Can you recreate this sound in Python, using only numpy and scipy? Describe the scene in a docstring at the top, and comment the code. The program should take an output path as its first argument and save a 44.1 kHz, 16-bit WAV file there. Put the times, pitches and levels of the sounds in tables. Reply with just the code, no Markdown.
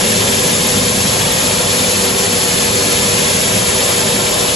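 """A hands-in dryer at full speed in a small tiled restroom, heard close to the microphone, in stereo.
Thin air jets break on the hands: noise shaped into a wide hiss that flutters a little.
The airflow roars in the dryer's trough and stirs the room's low modes: noise with resonances.
Underneath, two motors hum as sines at nearly the same shaft rate and beat; a fan whines at nine times that rate."""
import sys
import numpy as np
from scipy import signal
from scipy.fft import rfft, irfft, next_fast_len
from scipy.io import wavfile
from scipy.ndimage import uniform_filter1d, map_coordinates

SR = 44100
rng = np.random.default_rng(int(sys.argv[2]) if len(sys.argv) > 2 else 0)


def log_audio(samples):
    """Write samples as a 16-bit WAV file to the path given in sys.argv[1]."""
    # one column per channel
    frames = np.atleast_2d(samples).T
    # limit to full scale, then quantise
    limited = np.clip(frames, -1, 1)
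    pcm = np.round(limited * 32767).astype(np.int16)
    wavfile.write(sys.argv[1], SR, pcm)


N = 200655

# the fan's whine comes and goes: time_s, level_db
WHINE_LEVEL = [(0, -46), (.45, -41), (.8, -33.5), (1.0, -35.5), (1.15, -33.5), (1.33, -42), (1.55, -34.5),
               (1.97, -30.8), (2.1, -37), (2.3, -33), (2.66, -28.7), (2.92, -29.8), (3.15, -36),
               (3.35, -34.3), (3.5, -42), (3.75, -37), (4.0, -30.3), (4.2, -46), (4.55, -35.5)]
# the hum rises and sinks: time_s, level_db
HUM_LEVEL = [(0, -30), (.7, -27.3), (1.35, -29.3), (2.0, -28), (2.95, -26.6), (3.45, -30), (4.0, -27.5),
             (4.55, -28.2)]
BLADES = 9
# the motor hunts gently about its running speed: mean (Hz), swing (Hz), period (s), a moment of top speed (s)
SHAFT_HZ, HUNT_HZ, HUNT_PERIOD_S, FASTEST_S = 481.28, .36, 1.74, .68
BEAT_HZ, SECOND_HUM_DB = 6.8, -10.5  # the second motor runs this much slower and hums this much softer
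HUM_WAVER_DB, WHINE_WAVER_DB = .2, .9  # how far each tone wavers

# low modes of the room: centre_hz, width_hz, relative_db
ROOM_MODES = [(43.4, 3.7, -25), (101.7, 9.2, 5.5), (103, 6.6, -9), (123, 6.6, 4), (151.3, 4.4, 5),
              (166.4, 6.1, -2.5), (182.5, 8, 4.5), (204.3, 16, 2), (219, 7.8, -2), (241, 9.4, -7)]
# turbulence between the room modes: frequency_hz, relative_db
RUMBLE_SPECTRUM = [(10, -22), (32, -16), (48, -8), (80, -2.5), (140, -4), (260, -1), (315, -19.5),
                   (400, -89)]
# stereo width of the rumble: frequency_hz, side_minus_mid_db
RUMBLE_SIDE = [(25, -45), (70, -25), (110, -40), (200, -35), (235, -27), (275, -13)]
# level of the low rumble: time_s, level_db
RUMBLE_LEVEL = [(0, -22), (.8, -21.5), (1.65, -23), (1.9, -21.5), (2.4, -22.5), (3.05, -22.5),
                (3.85, -24.5), (4.55, -24)]
# bass and the band near 250 Hz, against the rest of the rumble: time_s, gain_db
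BASS_LEVEL = [(0, -3.5), (.6, -3), (1, -0.5), (1.8, -2.5), (2.3, -4.5), (3.35, 1.5), (3.9, -0.5),
              (4.55, 0.5)]
UPPER_RUMBLE_LEVEL = [(0, 2), (1.15, 2.5), (1.6, 0.5), (2.4, -1.5), (3.2, 1), (4.1, -1.5), (4.55, -1)]
# brief rises in level of the low rumble: peak_s, length_s, gain_db
RUMBLE_RISES = [(.5, 0.12, 2), (.76, 0.14, 2), (1.01, 0.16, 1.5), (1.82, 0.12, 1.5), (2.61, 0.13, 1.5),
                (3.08, 0.52, 1.5), (3.53, .15, 2), (4.12, 0.33, 3)]
RISE_HZ, RISE_OCTAVES = 183, 1.35  # centre and width of the band that rises

# resonances of the trough and housing: centre_hz, width_hz, relative_db
TROUGH_MODES = [(357, 12, -4), (388, 14.6, 1.6), (405, 12, -4), (424, 11, -2.5), (508.7, 19, 1.8),
                (564, 13, -2.5), (604, 13, -2.5), (622, 18, -2.5), (710, 85, -12), (850, 12, -23),
                (878, 23, -6.5), (1004, 26, -9), (1064, 39, -8.5), (1225, 42, -10), (1370, 25, -9.5),
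                (1590, 34, -11.5), (1722, 26, -11.5), (1826, 16, -13)]
# turbulence between those resonances: frequency_hz, relative_db
ROAR_SPECTRUM = [(200, -91), (290, -7), (370, -8.5), (450, -8), (560, -5), (700, -10), (820, -11.5),
                 (1100, -12.5), (1500, -33), (3000, -103)]
# left-right likeness of the roar: frequency_hz, likeness (-1 to 1)
ROAR_ALIKE = [(270, 0.94), (350, 0.15), (390, 0.62), (445, 0.077), (510, 0.45), (570, 0.14), (640, 0.091),
              (1000, 0.26)]
# stereo balance of the roar: frequency_hz, left_minus_right_db
ROAR_BALANCE = [(300, -2.5), (360, 4.5), (410, -6), (490, 0.5), (620, 3.5), (850, 5), (1100, -1)]
# level of the roar: time_s, level_db
ROAR_LEVEL = [(0, -21), (.85, -21), (1.4, -19.5), (2.4, -20.5), (3.6, -19.5), (4.1, -20), (4.55, -18.5)]
# band near 427 Hz against the rest of the roar: time_s, gain_db
LOW_ROAR_LEVEL = [(0, 5.5), (.2, 2.5), (.7, 0), (1.4, -2), (2.8, 0), (3.8, -0.3), (4.55, -1.5)]
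BUFFET_RATE, LOW_BUFFET_DB, HIGH_BUFFET_DB = 24, .45, 1.1  # changes per second, depths in dB

# spectrum of the air jets: frequency_hz, relative_db
JET_SPECTRUM = [(300, -64), (800, -7.5), (1150, -9), (1450, -5.5), (2100, -0.5), (2900, -0.7), (3600, 0),
                (4100, -3), (4700, -1.5), (6000, -1.5), (7300, 0), (8500, -0.5), (9400, -5.3), (10100, 2.5),
                (10400, -2.1), (10950, 0.7), (11300, -2.5), (11620, -2.5), (11850, -36)]
# the narrow gap around the hands colours the hiss: centre_hz, width_hz, relative_db
GAP_MODES = [(1970, 24, -5.5), (2360, 55, -4), (2590, 35, -2), (3040, 35, -2), (4450, 71, -5)]
# the hiss is wide in the mids, mostly centred higher up: frequency_hz, likeness (-1 to 1)
JET_ALIKE = [(700, 0), (1250, .3), (1450, .05), (2000, -.1), (2700, .1), (3300, .65), (3750, .87),
             (4150, .98), (4400, .8), (5600, .38), (6050, .48), (6350, .997), (7520, 1), (7680, .55),
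             (8200, .5), (8330, 1), (9580, 1), (9720, .57), (10270, .6), (10380, .995)]
# left-right phase of the hiss: frequency_hz, left_lag_degrees
JET_LAG = [(7530, 0), (7700, 45), (8200, 120), (8330, 180), (9580, 180), (9720, 240), (10270, 295),
           (10380, 360)]
# stereo balance of the hiss: frequency_hz, left_minus_right_db
JET_BALANCE = [(800, 4.1), (1300, -0.1), (2000, -0.2), (2800, 4.1), (4000, 0.2), (5400, 1.7), (6400, 0)]
# how far eddies swell and thin the hiss: frequency_hz, depth_db
EDDY_DEPTH = [(1200, 1.15), (4000, .9), (8000, .72)]
# level of the hiss: time_s, level_db
HISS_LEVEL = [(0, -15), (.45, -14.5), (1.1, -15), (1.85, -14.5), (3.1, -14.5), (3.5, -15), (3.9, -14.5),
              (4.2, -15), (4.55, -15.5)]
# bands near 1.6, 3.3 and 5.9 kHz against the rest of the hiss: time_s, gain_db
LOW_HISS_LEVEL = [(0, 1), (.9, -0.78), (1.3, 0.68), (1.9, -.5), (3.4, 0.48), (3.8, 0.58), (4.55, -1.8)]
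MID_HISS_LEVEL = [(0, 0.94), (.7, -0.47), (1.3, 0.65), (2.35, -0.78), (3.1, 0.37), (3.9, 0), (4.55, 0.77)]
UPPER_HISS_LEVEL = [(0, 0.7), (1.2, 0), (2.4, -0.3), (3.4, 1), (3.9, -1.5), (4.3, -1.5), (4.55, 0)]
# the hiss dips briefly: lowest_s, length_s, gain_db
LULLS = [(.945, 0.049, -1), (1.30, 0.072, -1), (1.64, 0.16, -1.2), (2.147, 0.08, -1.5), (2.29, .04, -1.5),
         (2.71, 0.041, -2), (3.633, 0.037, -0.5), (4.28, .09, -.5)]

# the moving hands put narrow ridges and notches into the air noise
HISS_COMB_DB, ROAR_COMB_DB = 1.9, 1.25
NOTCH_BIAS = .16  # notches run deeper than ridges stand high
CEILING, TOP_HZ = .88, 11880  # recorder: peaks round off near this share of full scale; band limit


def amp(db):
    """Decibels to gain."""
    return 10 ** (np.asarray(db) / 20)


def unit(x):
    """Scale to rms 1."""
    return x / np.sqrt(np.mean(x ** 2) + 1e-20)


def along(points, hz):
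    """(Hz, value) points read on a log frequency axis."""
    f, v = np.transpose(points)
    return np.interp(np.log(hz + 1), np.log(f + 1), v)


def curve(points):
    """(s, value) points read at every sample."""
    s, v = np.transpose(points)
    return np.interp(np.arange(N) / SR, s, v)


def wobble(rate):
    """A smooth random curve, rate knots a second."""
    knots = rng.standard_normal(int(N * rate / SR) + 4)
    return map_coordinates(knots, [np.arange(N) * rate / SR])


def bumps(rows):
    """A level in dB made of smooth brief bumps, one for each (peak s, length s, dB)."""
    t = np.arange(N) / SR
    return sum(db * np.exp(-(2 * (t - s) / length) ** 2) for s, length, db in rows)


def filtered(x, response):
    """x times a response of frequency."""
    size = next_fast_len(N + SR // 2)
    hz = np.fft.rfftfreq(size, 1 / SR)
    return irfft(rfft(x, size) * response(hz), size)[..., :N]


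def band(x, centre_hz, octaves):
    """One band of x, octaves wide."""
    return filtered(x, lambda hz: 1 / (1 + np.abs(2 * np.log2((hz + 1) / centre_hz) / octaves) ** 6))


def swelling(x, centre_hz, level, octaves):
    """Let one band of x, octaves wide, follow a curve of (s, dB)."""
    return x + (amp(curve(level)) - 1) * band(x, centre_hz, octaves)


def resonant(base, modes, hz):
    """Gain of a broad spectrum with resonances standing on it; their powers add."""
    peaks = sum(amp(db) ** 2 / (1 + ((hz - centre) / width) ** 2 * 2) ** 2 for centre, width, db in modes)
    return np.sqrt(amp(along(base, hz)) ** 2 + peaks)


def spread(pair, alike, balance):
    """Mix two unrelated noises into left and right with a likeness and a balance at each frequency."""
    def mid_side_gains(hz):
        turn = np.arccos(np.clip(along(alike, hz), -1, 1)) / 2
        return np.array([np.cos(turn), np.sin(turn)])

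    mid, side = filtered(pair, mid_side_gains)
    stereo = np.array([mid + side, mid - side])
    return filtered(stereo, lambda hz: amp(np.outer([.5, -.5], along(balance, hz))))


def combed(x, depth_db, order=5):
    """Reflections off the moving hands: ridges and notches, about 100 Hz wide, lasting a fifth of a second."""
    z = signal.stft(x, nperseg=2048)[2]
    field = rng.standard_normal(z.shape[1:])
    field = uniform_filter1d(uniform_filter1d(field, order, 0), 2 * order, 1)
    field -= uniform_filter1d(field, 4 * order, 0)  # each ridge lies next to a notch: the broad level stays
    comb = unit(field) - NOTCH_BIAS * unit(field) ** 2
    return unit(signal.istft(z * amp(depth_db * comb), nperseg=2048)[1][:, :N])


def motor():
    """Each rotor's unbalance hums once a turn, and the two hums beat; the fan blades whine as they pass."""
    t = np.arange(N) / SR
    hunt = np.cos(2 * np.pi * (t - FASTEST_S) / HUNT_PERIOD_S)
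    shaft_hz = SHAFT_HZ + HUNT_HZ * hunt
    angle = 2 * np.pi * np.cumsum(shaft_hz + .15 * wobble(20)) / SR
    # standing waves: the hum differs in level and phase from left to right, the whine in phase
    phase = angle + np.array([[.3], [-.3]])
    rotors = np.sin(phase) + amp(SECOND_HUM_DB) * np.sin(phase - 2 * np.pi * BEAT_HZ * t)
    hum = amp([[2.3], [-2.3]]) * rotors
    whine = np.sin(BLADES * angle + np.array([[.52], [-.52]]))
    hum_db = curve(HUM_LEVEL) + HUM_WAVER_DB * wobble(15)
    whine_db = curve(WHINE_LEVEL) + WHINE_WAVER_DB * wobble(8.6)
    return np.sqrt(2) * (amp(hum_db) * hum + amp(whine_db) * whine)


def rumble():
    """The airflow stirs the room's low modes, almost alike on both sides; the level rises briefly at times."""
    noise = rng.standard_normal((2, N))
    mid, side = filtered(noise, lambda hz: resonant(RUMBLE_SPECTRUM, ROOM_MODES, hz))
    side = filtered(side, lambda hz: amp(along(RUMBLE_SIDE, hz)))
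    air = unit(np.array([mid + side, mid - side]))
    air = swelling(air, 91, BASS_LEVEL, octaves=1.35)
    air = swelling(air, 250, UPPER_RUMBLE_LEVEL, octaves=0.43)
    return air + (amp(bumps(RUMBLE_RISES)) - 1) * band(air, RISE_HZ, RISE_OCTAVES)


def roar():
    """Turbulence rings the trough that the hands are in; its upper part buffets harder than its lower part."""
    noise = rng.standard_normal((2, N))
    air = filtered(noise, lambda hz: resonant(ROAR_SPECTRUM, TROUGH_MODES, hz))
    air = unit(spread(combed(air, ROAR_COMB_DB), ROAR_ALIKE, ROAR_BALANCE))
    air = swelling(air, 427, LOW_ROAR_LEVEL, octaves=0.66)
    low = filtered(air, lambda hz: 1 / (1 + (hz / 750) ** 6))
    buffet = wobble(BUFFET_RATE)
    return low * amp(LOW_BUFFET_DB * buffet) + (air - low) * amp(HIGH_BUFFET_DB * buffet)


def tiles(x, wet_db, t60, below_hz):
    """Hard walls add a dense answer, which combs the mids into fine fixed ridges; the treble arrives direct."""
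    t = np.arange(SR // 2) / SR
    tail = rng.standard_normal((2, len(t))) * amp(-60 * t / t60)
    tail /= np.linalg.norm(tail, axis=1, keepdims=True)
    running = np.pad(x, ((0, 0), (len(t) - 1, 0)), mode="wrap")  # the room is already full of sound
    answer = signal.fftconvolve(running, tail, mode="valid", axes=1)
    return x + amp(wet_db) * filtered(answer, lambda hz: 1 / (1 + (hz / below_hz) ** 3))


def eddies(order=6):
    """Two unrelated noises that swell and sink together in patches of some 35 ms by 1.5 kHz."""
    hz, _, z = signal.stft(rng.standard_normal((2, N)), SR, nperseg=512)
    field = rng.standard_normal(z.shape[1:])
    field = uniform_filter1d(uniform_filter1d(field, 3 * order, 0), order, 1)
    field -= uniform_filter1d(field, 2 * order, 1)  # eddies are brief: the mean flow stays steady
    swell_db = along(EDDY_DEPTH, hz)[:, None] * unit(field)
    return signal.istft(z * amp(swell_db), nperseg=512)[1][:, :N]


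def jets():
    """Sheets of air break on the hands: a broad hiss that flutters a little; the walls answer its lower part."""
    air = unit(eddies())
    ridges = combed(air, HISS_COMB_DB) - air
    air = air + filtered(ridges, lambda hz: 1 / (1 + (hz / 7000) ** 6))  # the top stays smooth
    air = filtered(air, lambda hz: resonant(JET_SPECTRUM, GAP_MODES, hz))
    air = tiles(air, wet_db=-5, t60=0.35, below_hz=2100)
    air = unit(spread(air, JET_ALIKE, JET_BALANCE))
    # half of the lag goes to each channel
    air = filtered(air, lambda hz: np.exp(1j * np.radians(np.outer([-.5, .5], along(JET_LAG, hz)))))
    air = swelling(air, 1560, LOW_HISS_LEVEL, octaves=1.2)
    air = swelling(air, 3300, MID_HISS_LEVEL, octaves=0.72)
    air = swelling(air, 5900, UPPER_HISS_LEVEL, octaves=0.2)
    flutter_db = .25 * wobble(30)
    return air * amp(flutter_db + bumps(LULLS))


def scene():
    """Air noise in three registers over the tones of the motors."""
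    low_air = amp(curve(RUMBLE_LEVEL)) * rumble()
    trough_air = amp(curve(ROAR_LEVEL)) * roar()
    hiss = amp(curve(HISS_LEVEL)) * jets()
    return low_air + trough_air + hiss + motor()


def record(dry):
    """The recorder rounds off the rare highest peaks and keeps nothing above its band limit."""
    rounded = dry / (1 + np.abs(dry / CEILING) ** 10) ** (1 / 10)
    return filtered(rounded, lambda hz: hz < TOP_HZ)


dry = scene()
out = record(dry)
log_audio(out)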